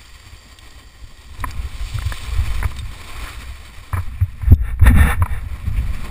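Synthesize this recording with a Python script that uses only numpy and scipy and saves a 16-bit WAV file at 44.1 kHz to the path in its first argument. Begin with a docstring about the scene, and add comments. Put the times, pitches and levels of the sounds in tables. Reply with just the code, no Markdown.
"""Wind buffets a sealed camera case that a kitesurfer holds on a pole over choppy sea.
Jolts make the case boom, and lumps of water and single drops strike its shell. Behind them the
board throws hissing spray, air pockets gurgle and fine drops patter.
In a hard turn the case booms loudest and sheets of water rush over it. The camera overloads
there, and its slow converter adds a glassy treble throughout."""
import sys
import numpy as np
from scipy import signal
from scipy.fft import rfft, irfft, next_fast_len
from scipy.io import wavfile
from scipy.ndimage import uniform_filter1d

SR = 44100
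rng = np.random.default_rng(int(sys.argv[2]) if len(sys.argv) > 2 else 0)


def transcribe(u):
    """Save the signal u as a 16-bit wav file named by the first command-line argument.

    u: samples, shape (n,) or (channels, n), limited to [-1, 1]; the rate is SR.
    q: integer samples, one column per channel.
    """
    v = np.clip(np.atleast_2d(u).T, -1, 1)
    q = np.round(v * 32767).astype(np.int16)
    wavfile.write(sys.argv[1], SR, q)


N = 269010
TIME = np.arange(N) / SR

# wind on the case, swelling in the turns: (time [s], rumble [dB], relative flutter [dB])
WIND_LEVELS = [(0, -43, -60.5), (1.2, -40, -56.5), (1.57, -24.5, -45.5), (1.74, -32.5, -53),
               (1.98, -22.5, -50.5), (2.3, -26, -47.5), (2.6, -20, -42.5), (3.04, -34.5, -53.5),
               (3.35, -34, -49.5), (3.86, -37.5, -63.5), (4.1, -23.5, -47.5), (4.32, -33.5, -51.5),
               (4.55, -15, -34.5), (4.77, -21.5, -52.5), (4.87, -9, -21), (5.08, -16.5, -24),
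               (5.27, -23.5, -38.5), (5.52, -28.5, -48), (5.8, -19, -32), (6.1, -24.5, -40.5)]
# tone of the deep rumble: (frequency [Hz], gain [dB])
RUMBLE_TONE = [(15, 13.5), (26, -7.5), (40, 3), (62, 8.5), (85, -2.5), (103, -0.5), (120, -20), (200, -41)]
# tone of the quicker flutter: (frequency [Hz], gain [dB])
FLUTTER_TONE = [(75, -32), (100, -0.5), (130, -1), (170, -4.5), (245, -5), (310, -25), (400, -24.5),
                (700, -30.5)]
# booms of the jolted case: (middle time [s], level [dB], pitch [Hz], length [s])
CASE_BOOMS = [(1.447, -31, 262, 0.029), (1.955, -16, 106.3, 0.046), (2.414, -11.5, 51.3, 0.041),
              (2.655, -11, 73.4, 0.022), (3.943, -11, 86.6, 0.035), (3.987, -15, 86.6, 0.08),
              (4.228, -6.5, 91.2, 0.052), (4.436, -14, 89, 0.026), (4.483, -9, 60, 0.05),
              (4.529, 11, 74, 0.034), (4.831, 2, 79, 0.037), (4.88, 2, 56.3, 0.06),
              (4.91, -12.5, 244, 0.035), (4.936, -3.5, 80, 0.042), (5.017, -3.5, 73, 0.0335),
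              (5.22, -8.5, 88.6, 0.071)]
# sheets of water: (time of full flow [s], relative level [dB], hold [s], rise [dB/s])
WATER_SHEETS = [(4.473, -41, 0.047, 202), (4.66, -39, 0.046, 170), (4.87, -18, 0.0064, 557),
                (4.99, -21.5, 0.043, 303), (5.086, -21, 0.032, 122), (5.328, -37.5, 0.049, 140)]
# tone of those sheets: (frequency [Hz], gain [dB])
SHEET_TONE = [(250, -49), (370, -27), (470, -11.5), (570, -7), (800, 0), (1400, -5), (1800, 6), (2250, -3),
              (2520, -5.5), (2750, -3), (3200, -24), (3550, -2), (4200, -24), (6000, -26.5)]
# where the drenched case rings: (frequency [Hz], width [Hz], boost [dB])
WET_SHELL_PEAKS = [(466, 25, 20), (816, 35, 6), (1100, 52, 6), (1344, 74, 13.5), (1800, 27, 7),
                   (1840, 23, 4.5), (2260, 67, 12.5), (2700, 53, 3)]
# lumps of water hitting the case: (time [s], peak [dB], spatter decay [s], trapped air pitch [Hz])
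WATER_SLAPS = [(1.4395, -10.5, 0.0046, 1290), (1.9855, -18.5, 0.0014, 1590), (2.0209, -23, .004, 1800),
               (2.1217, -13, 0.0029, 1650), (2.6272, -12.5, 0.003, 1630), (2.6415, -17.5, 0.0046, 1060),
               (2.7133, -25.5, 0.0035, 1000), (3.9298, -14.5, 0.0052, 1100), (3.941, -20, 0.015, 2100),
               (3.9675, -16.5, 0.016, 1250), (4.2094, -28, .0057, 1920), (4.415, -28.5, 0.0055, 1680),
               (4.5292, -12.5, 0.0015, 550), (4.7946, -23.5, 0.0054, 1700), (4.824, -23.5, 0.0066, 437),
               (4.86, -13, 0.0069, 1290), (5.2212, -10.5, 0.0074, 1100), (5.2582, -15, 0.0031, 1040)]
# how the case rings after a slap: (frequency [Hz], width [Hz], gain [dB])
SLAP_RINGS = [(205, 57, 3), (570, 320, -5), (1025, 104, 3.5), (1290, 250, -3.5), (1800, 300, -5),
              (2300, 200, -5.5), (4020, 140, -23)]
# single drops hitting the case: (time [s], peak [dB], spatter decay [s], trapped air pitch [Hz])
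DROP_TICKS = [(.5872, -29, 0.0025, 3340), (.7049, -34.5, .004, 4600), (1.4033, -27, 0.0031, 3840),
              (1.5086, -25, 0.0024, 4800), (2.7652, -29, 0.0023, 3830), (2.787, -21.5, 0.0031, 3620),
              (4.5452, -27, 0.0012, 3400)]
# how the case rings after a drop: (frequency [Hz], width [Hz], gain [dB])
TICK_RINGS = [(2320, 780, -6.5), (3230, 120, -4.5), (3620, 82, -1.5), (4650, 190, -6), (5240, 220, -6)]
# water thrown by the board, as relative levels: (time [s], splash [dB], fizz [dB], churn [dB])
SPRAY_LEVELS = [(0.0, -51.5, -50.5, -62.5), (0.49, -52.5, -50.5, -55.5), (0.93, -57, -56.5, -59.5),
                (1.24, -53.5, -49, -56.5), (1.52, -44.5, -48.5, -51.5), (1.85, -45, -40, -52.5),
                (2.14, -41, -36.5, -51.5), (2.41, -38.5, -40, -48), (2.81, -45, -45.5, -55),
                (3.06, -41.5, -40.5, -46.5), (3.22, -39, -41.5, -48), (3.54, -46, -46.5, -57),
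                (3.96, -48, -48.5, -53.5), (4.18, -47.5, -55, -66), (4.4, -51, -56, -74),
                (5.48, -49.5, -55, -54.5), (5.97, -43, -48, -56), (6.1, -44, -46.5, -41)]
# tone of the spray: (frequency [Hz], gain [dB])
SPRAY_TONE = [(150, 10.5), (300, 4), (450, -2), (720, -2), (1150, 8.5), (1480, 12), (2000, 2), (2600, -3),
              (2950, -10), (3500, -8), (4150, -5.5), (4800, -18), (5500, -4.5), (6000, -4)]
# pitches that the case boosts or muffles: (frequency [Hz], width [Hz], boost [dB])
SHELL_PEAKS = [(1060, 30, 9.5), (1518, 360, -11), (1903, 160, 5.5), (2354, 320, 13), (2897, 210, -5.5),
               (2983, 126, 9.5), (3580, 420, 7), (4130, 170, -7.5), (4616, 147, 15), (5040, 100, -9),
               (5130, 220, 9)]
# air gurgling in the spray: (middle time [s], level [dB], pitch [Hz], length [s])
AIR_POCKETS = [(1.659, -46, 400, .07), (3.264, -40, 1700, 0.091), (3.278, -39, 1280, 0.11),
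               (5.782, -38.5, 2380, 0.057)]
# fine drops landing on the case: (time [s], level [dB])
PATTER_LEVELS = [(0, -50.5), (.7, -52), (1.2, -54.5), (2.9, -59), (3.8, -59), (4.6, -105), (6.1, -66)]
# how the case rings under them: (frequency [Hz], width [Hz], gain [dB])
PATTER_RINGS = [(1890, 71, 5), (3190, 130, 0), (4663, 120, 4), (5570, 170, -8)]
# levels above which the camera turns itself down: (left [dB], right [dB])
OVERLOAD_DB = [3.5, 1]

GUST_DB, GUST_HZ = 4, 13.5   # size and speed of the random buffeting
RING_OUT_DB, RING_OUT_S = -10.5, 0.027   # the swing left after a jolt, and its decay
SHEET_FALL_DB_PER_S = 426   # each sheet leaves quickly
FILM_DB, FILM_FALL_DB_PER_S = -22.5, 46   # and leaves a thin film that trickles away
FLOOD_S, FLOOD_DB, DRAIN_S = 4.55, -14, 0.95   # water covers the case, muffles the spray, then drains
CHOP_DB, CHOP_HZ = 1.0, 3.36   # the spray swells and sinks over the small waves
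CONVERTER_HZ, HOLD_SAMPLES, CUTOFF_HZ = 12000, 4, 15300


def wind():
    """Swirling air shakes the case with a deep rumble and a quicker flutter; both come in gusts."""
    rumble_level, flutter_level = gains(WIND_LEVELS)
    large_swirls = swirls(RUMBLE_TONE, span_s=0.042, evenness=.8)
    small_swirls = swirls(FLUTTER_TONE, span_s=.1, evenness=.7)
    rumble = rumble_level * large_swirls * from_db(GUST_DB * drift(GUST_HZ))
    flutter = flutter_level * small_swirls * from_db(GUST_DB * drift(GUST_HZ))
    return rumble + from_db(-.5) * flutter


def swirls(tone, span_s, evenness):
    """Low noise in which one swirl of air follows another with similar strength."""
    pressure = shape_tone(rng.standard_normal(N), tone)
    power = uniform_filter1d(np.abs(signal.hilbert(pressure)) ** 2, int(span_s * SR))
    return unit_power(pressure / (power + 1e-12) ** (evenness / 2))


def booms():
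    """A jolt swings the case for a few low cycles that swell and ring out."""
    out = np.zeros(N)
    for s, db, hz, length in CASE_BOOMS:
        near = (TIME > s - length / 2) & (TIME < s + 8 * RING_OUT_S)
        t = TIME[near] - s
        jolt = np.cos(np.pi * np.minimum(t / length, .5)) ** 2
        tail = from_db(RING_OUT_DB) * np.exp(-np.abs(t) / RING_OUT_S) * (t > 0)
        out[near] += from_db(db) * (jolt + (1 - jolt) * tail) * np.sin(2 * np.pi * hz * t)
    return out


def water_sheets():
    """Sheets of water drum on the wet case as thousands of tiny hits."""
    level = np.max([sheet_flow(*row) for row in WATER_SHEETS], axis=0)
    drops = droplets(per_s=3000, spread_db=2.0, mist_db=-1.0)
    rush = unit_power(through_shell(shape_tone(drops, SHEET_TONE), WET_SHELL_PEAKS))
    return level * rush * from_db(0.66 + 0.62 * drift(53))


def sheet_flow(s, db, hold_s, rise_db_per_s):
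    """One sheet of water rises, holds, falls and trickles off; gives a gain per sample."""
    before, after = np.maximum(s - TIME, 0), np.maximum(TIME - s - hold_s, 0)
    fall_db = np.maximum(-SHEET_FALL_DB_PER_S * after, FILM_DB - FILM_FALL_DB_PER_S * after)
    return from_db(db - rise_db_per_s * before + fall_db)


def water_hits(events, rings, spatter_db, pocket_db, pocket_cycles):
    """Water lands with a blow and a spatter that ring the case; air trapped under it adds a pitch."""
    out, t = np.zeros(N), TIME[:SR // 10]
    for s, db, decay, hz in events:
        force = from_db(spatter_db) * rng.standard_normal(len(t)) * np.exp(-t / decay)
        force[0] += 1   # the blow itself
        pocket = from_db(pocket_db) * resonance(force, hz, hz / pocket_cycles)
        ring = ring_shell(force + pocket, rings)
        start = round(s * SR)
        out[start:start + len(t)] += (from_db(db) * ring / np.abs(ring).max())[:N - start]
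    return out


def spray():
    """The board throws up low churning, bubbly splashes and high fizz, heard through the case."""
    splash_level, fizz_level, churn_level = gains(SPRAY_LEVELS)
    drops = droplets(per_s=2200, spread_db=4.0, mist_db=3.0) * from_db(1.54 * drift(18.7))
    water = through_shell(shape_tone(drops, SPRAY_TONE), SHELL_PEAKS)
    churn = churn_level * band(water, 247, 795) * from_db(1.5 + 0.65 * drift(16))
    bubbling = from_db(-8.5) * bubbles(per_s=310, cycles=22)
    splash = from_db(-0.54) * splash_level * (band(water, 860, 2700) + bubbling)
    fizz = from_db(-1.0) * fizz_level * band(water, 2885, 5290)
    covered = np.interp(TIME, [FLOOD_S, FLOOD_S + DRAIN_S], [1, 0], left=0)
    return (churn + splash + fizz) * from_db(FLOOD_DB * covered + CHOP_DB * drift(CHOP_HZ))


def bubbles(per_s, cycles, size_count=14):
    """Bubbles burst at random and ring briefly, each size at its own pitch."""
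    bursts = (rng.random(N) < per_s / SR) * rng.standard_normal(N)
    size = rng.integers(0, size_count, N)
    rings = (resonance(bursts * (size == k) + 1e-18, hz, hz / cycles)
             for k, hz in enumerate(np.geomspace(450, 2700, size_count)))
    return unit_power(sum(unit_power(ring) for ring in rings))


def gurgles():
    """A collapsing pocket of air rings briefly around the pitch that its size gives."""
    out = np.zeros(N)
    for s, db, hz, length in AIR_POCKETS:
        near = np.abs(TIME - s) < length / 2
        width = 0.27 * hz
        ring = resonance(resonance(rng.standard_normal(N // 20), hz, width), hz, width)
        swell = np.cos(np.pi * (TIME[near] - s) / length) ** 2
        out[near] += from_db(db) * swell * unit_power(ring)[:near.sum()]
    return out


def patter():
    """Fine drops keep the high notes of the case ringing."""
    level, = gains(PATTER_LEVELS)
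    drops = droplets(per_s=400, spread_db=2.0, mist_db=0)
    return level * unit_power(ring_shell(drops, PATTER_RINGS))


def droplets(per_s, spread_db, mist_db):
    """Random hits of uneven size over a smooth mist of tiny ones."""
    sizes = from_db(spread_db * np.minimum(rng.exponential(1, N), 4)) * rng.choice([-1, 1], N)
    hits = unit_power(sizes * (rng.random(N) < per_s / SR))
    return unit_power(hits + from_db(mist_db) * rng.standard_normal(N))


def ring_shell(force, rings):
    """A push rings all the notes of the case at once, neighbours swinging opposite ways."""
    return sum((-1) ** k * from_db(db) * resonance(force, hz, width)
               for k, (hz, width, db) in enumerate(rings))


def through_shell(x, peaks):
    """The case lets some pitches through better than others."""
    for hz, width, boost_db in peaks:
        x = x + (from_db(boost_db) - 1) * resonance(x, hz, width)
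    return x


def resonance(x, hz, width):
    """Ring at one pitch; a narrower width rings longer."""
    r = np.exp(-np.pi * width / SR)
    feedback = [1, -2 * r * np.cos(2 * np.pi * hz / SR), r * r]
    return signal.lfilter(np.array([1, 0, -1]) * (1 - r * r) / 2, feedback, x)


def shape_tone(x, tone):
    """Turn each frequency up or down along a curve that falls away beyond its ends."""
    size = next_fast_len(N)
    hz, db = np.transpose(tone)
    f = np.maximum(np.fft.rfftfreq(size, 1 / SR), 1)
    ends = np.minimum(f / hz[0], 1) ** 2 * np.minimum(hz[-1] / f, 1) ** 2
    curve = from_db(np.interp(np.log(f), np.log(hz), db))
    return irfft(rfft(x, size) * ends * curve, size)[:N]


def band(x, low_hz, high_hz):
    """Keep one range of pitches, at power 1."""
    band_pass = signal.butter(4, [low_hz, high_hz], "band", fs=SR, output="sos")
    return unit_power(signal.sosfilt(band_pass, x))


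def drift(hz):
    """A smooth random wander of about 1 either way; a higher hz wanders faster."""
    step = 40   # samples between random points
    r = np.exp(-2 * np.pi * hz * step / SR)
    slow = signal.lfilter([1], [1, -2 * r, r * r], rng.standard_normal(N // step + 2002))[2000:]
    return np.interp(np.arange(N) / step, np.arange(len(slow)), unit_power(slow))


def gains(rows):
    """Turn each dB column of a table into a gain per sample."""
    times, *columns = np.transpose(rows)
    return [from_db(np.interp(TIME, times, db)) for db in columns]


def from_db(db):
    """Decibels to gain."""
    return 10 ** (np.asarray(db) / 20)


def unit_power(x):
    """Scale to an average power of 1."""
    return x / np.sqrt(np.mean(x ** 2) + 1e-20)


def limiter(x, attack_s, release_db_per_s):
    """Each channel is turned down just after it overloads, and creeps back up."""
    over_db = np.maximum(20 * np.log10(np.abs(x) + 1e-9) - np.array(OVERLOAD_DB)[:, None], 0)
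    ramp = release_db_per_s * TIME
    held_db = np.maximum.accumulate(over_db + ramp, axis=1) - ramp
    r = np.exp(-1 / (attack_s * SR))
    return x * from_db(-signal.lfilter([1 - r], [1, -r], held_db))


def scene():
    """Everything reaches both microphones alike through the one case."""
    slaps = water_hits(WATER_SLAPS, SLAP_RINGS, spatter_db=-13, pocket_db=7.5, pocket_cycles=2.3)
    ticks = water_hits(DROP_TICKS, TICK_RINGS, spatter_db=-7, pocket_db=10.5, pocket_cycles=21.0)
    mix = wind() + booms() + spray() + patter() + gurgles() + water_sheets() + slaps + ticks
    return np.tile(mix, (2, 1))


def record(dry):
    """A slow converter clips and holds each sample, adding a glassy treble; the very top is cut."""
    limited = limiter(dry, attack_s=0.0033, release_db_per_s=55.5)
    slow = signal.resample(limited, round(N * CONVERTER_HZ / SR), axis=1)
    clipped = slow / (1 + slow ** 24) ** (1 / 24)
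    spectrum = rfft(np.repeat(clipped, HOLD_SAMPLES, axis=1))   # holding mirrors low sounds upward
    hz = np.arange(spectrum.shape[1]) * SR / N
    low_pass = 1 / np.sqrt(1 + (hz / CUTOFF_HZ) ** 300)
    return irfft(spectrum * low_pass, N) * SR / (CONVERTER_HZ * HOLD_SAMPLES)


dry = scene()
out = record(dry)
transcribe(out)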